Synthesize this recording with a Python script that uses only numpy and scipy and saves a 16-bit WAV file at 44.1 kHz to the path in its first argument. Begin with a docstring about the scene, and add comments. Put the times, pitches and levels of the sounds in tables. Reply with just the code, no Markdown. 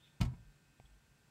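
"""Something bumps a reptile enclosure close to the microphone, in a quiet room with rumble and thin hum.
Faint scuffs come first. At 0.2 s it grazes, hits and rebounds: the pushes set the panels booming, the
frame clacks, the rough contact crunches and the room answers briefly. The rattling stops by 0.35 s.
Low handling rumble follows, then a soft tap at 0.8 s and two more faint scuffs."""
import sys
import numpy as np
from scipy import signal
from scipy.fft import rfft, irfft
from scipy.io import wavfile

SR = 44100
rng = np.random.default_rng(int(sys.argv[2]) if len(sys.argv) > 2 else 0)


def materialize(psi):
    """Save the field psi as 16-bit PCM at rate SR to the path in sys.argv[1].

    A 1-D psi becomes a single channel; in a 2-D psi each row is a channel.
    """
    bounded = np.clip(np.atleast_2d(psi).T, -1, 1)
    quanta = np.round(bounded * 32767).astype(np.int16)
    wavfile.write(sys.argv[1], SR, quanta)


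N = 57330


def undb(db):
    """Decibels to gain."""
    return 10 ** (np.asarray(db) / 20)


def clock(start_s=0):
    """Seconds since the start, zero before it."""
    return np.maximum(np.arange(N) / SR - start_s, 0)


def fade(t, t60_s):
    """Exponential decay, 60 dB in t60_s."""
    return np.exp(-np.log(1000) * t / t60_s)


def swell(centre_s, length_s):
    """Gaussian rise and fall."""
    return np.exp(-2 * ((clock() - centre_s) / length_s) ** 2)


def through(x, response):
    """Convolution with an impulse response."""
    return signal.fftconvolve(x, response)[:N]


def butter(x, hz, kind="low", order=2):
    """Gentle filter, low-pass by default."""
    return signal.sosfilt(signal.butter(order, hz, kind, fs=SR, output="sos"), x)


def noise(gain):
    """Unit-rms noise shaped by gain(frequency)."""
    x = irfft(rfft(rng.standard_normal(N)) * gain(np.fft.rfftfreq(N, 1 / SR) + 1), N)
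    return x / x.std()


def coloured(points):
    """Noise shaped by (Hz, dB) points, falling away below the first."""
    hz, db = np.array(points).T
    return noise(lambda f: undb(np.interp(np.log(f), np.log(hz), db)) * np.minimum(f / hz[0], 1) ** 2)


def band(hz, width_hz):
    """Noise in one steep resonance."""
    return noise(lambda f: 1 / (1 + ((f - hz * hz / f) / width_hz) ** 2))


def walk(rate_hz):
    """Slow random drift, spread 1."""
    return noise(lambda f: 1 / (1 + (f / rate_hz) ** 2) ** 2)


def tone(track_hz):
    """Unit-rms sine following a frequency track, random phase."""
    turns = rng.random() + np.cumsum(track_hz) / SR
    return np.sqrt(2) * np.sin(2 * np.pi * turns)


def ring(modes, t):
    """Decaying sines of a struck object."""
    return sum(undb(db) * np.sin(2 * np.pi * hz * t) * fade(t, t60_s) for hz, db, t60_s in modes)


def panel_boom():
    """Half-sine pushes set the panels swinging; the room holds the boom a moment."""
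    # panel modes (frequency [Hz], level [dB], t60 [s])
    panel_modes = [(52.9, 2, 0.19), (79.8, -0.5, .16), (125.23, 8.5, 0.31), (158, -8, 0.14),
                   (172.3, 3, 0.27), (210, -14.5, 0.29), (242.3, -14.5, 0.17), (276, -26, 0.28),
                   (362.6, -18.5, 0.15)]
    # graze, hit and rebounds (time [s], level [dB])
    pushes = [(0.2022, -41.5), (0.2125, -31), (0.2322, -33), (0.2448, -38.5), (0.2582, -36.5),
              (0.3351, -52.5)]
    push_s, mic_low_hz, subsonic_hz = 0.0028, 39.3, 21.8
    reverb_db, reverb_rise_s = -44.5, 0.0066
    force = 0
    for start_s, db in pushes:
        pulse = np.sin(np.pi * np.minimum(clock(start_s) / push_s, 1))
        force = force - undb(db) * pulse / pulse.sum()
    direct = through(force, ring(panel_modes, clock()))
    direct = butter(direct, mic_low_hz, "high")  # the microphone loses the deepest bass
    direct = butter(direct, subsonic_hz, "high", order=1)
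    t = clock(pushes[1][0])  # from the hardest push
    envelope = fade(t, t60_s=0.49) * (1 - np.exp(-t / reverb_rise_s))
    return direct + undb(reverb_db) * band(hz=154, width_hz=114) * envelope


def frame_clatter():
    """Each rattle rings the frame and crunches, with a duller after-ring; the softest are darker."""
    # frame modes (frequency [Hz], level [dB], t60 [s])
    frame_modes = [(653, -5, 0.069), (701.5, -5, 0.096), (767, -12, 0.099), (937.3, -10, 0.14),
                   (1104, -9.5, 0.086), (1328, -2, 0.052), (1640, -6.5, 0.065), (2200, 1.5, 0.048),
                   (2466, 1, 0.047), (2840, -2, 0.047), (3025, -0.5, 0.048), (3612, -5, 0.045),
                   (4020, 0, 0.027), (4460, -1.5, 0.027), (4890, -11, 0.078), (5170, -10.5, 0.1),
                   (8376, -14, .04)]
    # rough-contact spectrum (frequency [Hz], relative density [dB])
    crunch_spectrum = [(350, -6.5), (900, 5), (1500, -6), (1950, -1.5), (2400, -3.5), (3400, -4),
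                       (4200, -6), (5200, -5.5), (5900, -10), (7000, -8), (7900, -13.5), (8500, -8),
                       (10000, -21), (11500, -15.5), (15500, -24)]
    # rattles (time [s], clack [dB], crunch [dB], rise [s], crunch cutoff [Hz], after-ring t60 [s])
    rattles = [(0.2042, -74, -40.5, 0.004, 5200, 0.056), (0.2109, -34.5, -37, 0.00034, 17000, 0.12),
               (0.2283, -54, -45.5, 0.0018, 17000, 0.1), (0.2502, -74, -48.5, 0.0015, 15500, 0.096),
               (0.2555, -62, -64, 0.00065, 1800, 0.17), (0.3360, -66.5, -58, 0.0032, 2000, 0.13)]
    clack_rise_s, after_db = 0.00051, -8.5
    out = 0
    for start_s, clack_db, crunch_db, rise_s, cutoff_hz, after_t60_s in rattles:
        t = clock(start_s)
        clack = ring(frame_modes, t) * (1 - np.exp(-t / clack_rise_s)) / 2
        after_ring = undb(after_db) * butter(coloured(crunch_spectrum), hz=12500) * fade(t, after_t60_s)
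        burst = coloured(crunch_spectrum) * fade(t, t60_s=0.036)
        crunch = butter(burst + after_ring, cutoff_hz)
        out = out + (undb(clack_db) * clack + undb(crunch_db) * crunch) * (1 - np.exp(-t / rise_s))
    return out


def room_tail(x):
    """Short diffuse reverberation, decaying band by band."""
    # tail bands (centre and width [Hz], gain [dB], t60 [s])
    tail_bands = [(480, -19.5, 0.18), (944, -20.5, 0.3), (1830, -25.5, 0.15), (3750, -28.5, 0.24)]
    t, tail = clock(start_s=0.0072), 0
    for hz, db, t60_s in tail_bands:
        part = band(hz, hz) * fade(t, t60_s) * (t > 0)
        tail = tail + undb(db) * part / np.linalg.norm(part)
    return through(x, tail)


def soft_tap():
    """One light contact rings a few short modes."""
    # tap modes (frequency [Hz], relative level [dB], t60 [s])
    tap_modes = [(131, -1.5, 0.17), (220, 1, 0.026), (442, 6, 0.0059), (742, 5.5, 0.013),
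                 (2270, 1.5, 0.0055)]
    return undb(-55) * ring(tap_modes, clock(start_s=0.7998))


def scuffs():
    """Faint rubs: brief swells of band noise."""
    # scuffs (peak time [s], length [s], centre [Hz], width [Hz], level [dB])
    rubs = [(0.008, 0.016, 3250, 350, -73), (0.051, .045, 3540, 304, -69),
            (0.073, 0.043, 2610, 2100, -72.5), (0.114, 0.075, 3570, 397, -79),
            (0.860, .012, 3360, 324, -73.5), (0.844, 0.13, 7970, 199, -86)]
    return sum(undb(db) * swell(peak_s, length_s) * band(hz, width_hz)
               for peak_s, length_s, hz, width_hz, db in rubs)


def handling_rumble():
    """Swells of low tones, each wandering in pitch."""
    # swells (peak time [s], length [s], frequency [Hz], level [dB])
    sways = [(0.408, 0.057, 115, -61.5), (0.414, 0.035, 55.24, -61.5), (0.48, 0.048, 47.2, -58.5),
             (0.495, 0.046, 140, -71), (0.567, 0.026, 134.4, -72), (0.57, 0.026, 45.3, -73),
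             (0.692, 0.061, 47.9, -74), (0.851, 0.018, 51.9, -60), (0.865, 0.031, 140.8, -69.5),
             (0.934, 0.078, 49, -62.5), (1.11, .05, 52, -73.5), (1.125, 0.075, 140.2, -71.5)]
    wander = 0.039
    return sum(undb(db) * swell(peak_s, length_s) * tone(hz * (1 + wander * walk(rate_hz=16)))
               for peak_s, length_s, hz, db in sways)


def room_noise():
    """Steady air hiss and low rumble."""
    # air spectrum (frequency [Hz], relative density [dB])
    air = [(180, -38), (300, -4.5), (384, -3), (417, -2.5), (720, -5.5), (821, -3.5), (1110, -7.5),
           (1620, -6.5), (2170, -8), (2560, -8.5), (4960, -12), (7750, -14.5), (15500, -26)]
    # rumble spectrum (frequency [Hz], relative density [dB])
    rumble = [(25, -17), (50, -8), (90, -6.5), (145, -2.5), (220, -8.5), (330, -17), (500, -38)]
    return undb(-75) * coloured(air) + undb(-73) * coloured(rumble)


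def electrical_hum():
    """Thin hum and whine, wavering in pitch and level."""
    # hum lines (frequency [Hz], rms level [dB])
    lines = [(145, -79.5), (1440, -87), (1560, -83.5), (1800, -87.5), (2520, -88), (2640, -92), (7558, -91),
             (8040, -94.5), (8522, -96)]
    waver_hz, waver_db = 1.0, 1.5
    out = 0
    for hz, db in lines:
        line = tone(hz + waver_hz * walk(rate_hz=12))
        out = out + undb(db + waver_db * walk(rate_hz=5.9)) * line
    return out


def scene():
    """Mono mix: the bump, small handling sounds, background."""
    clatter = frame_clatter()
    bump = panel_boom() + clatter + room_tail(clatter)
    handling = soft_tap() + scuffs() + handling_rumble()
    return (bump + handling + room_noise() + electrical_hum())[None]


def record(dry):
    """Steep low-pass on the top treble."""
    top_hz = 15730
    return signal.sosfilt(signal.ellip(12, .1, 70, top_hz, fs=SR, output="sos"), dry)


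dry = scene()
out = record(dry)
materialize(out)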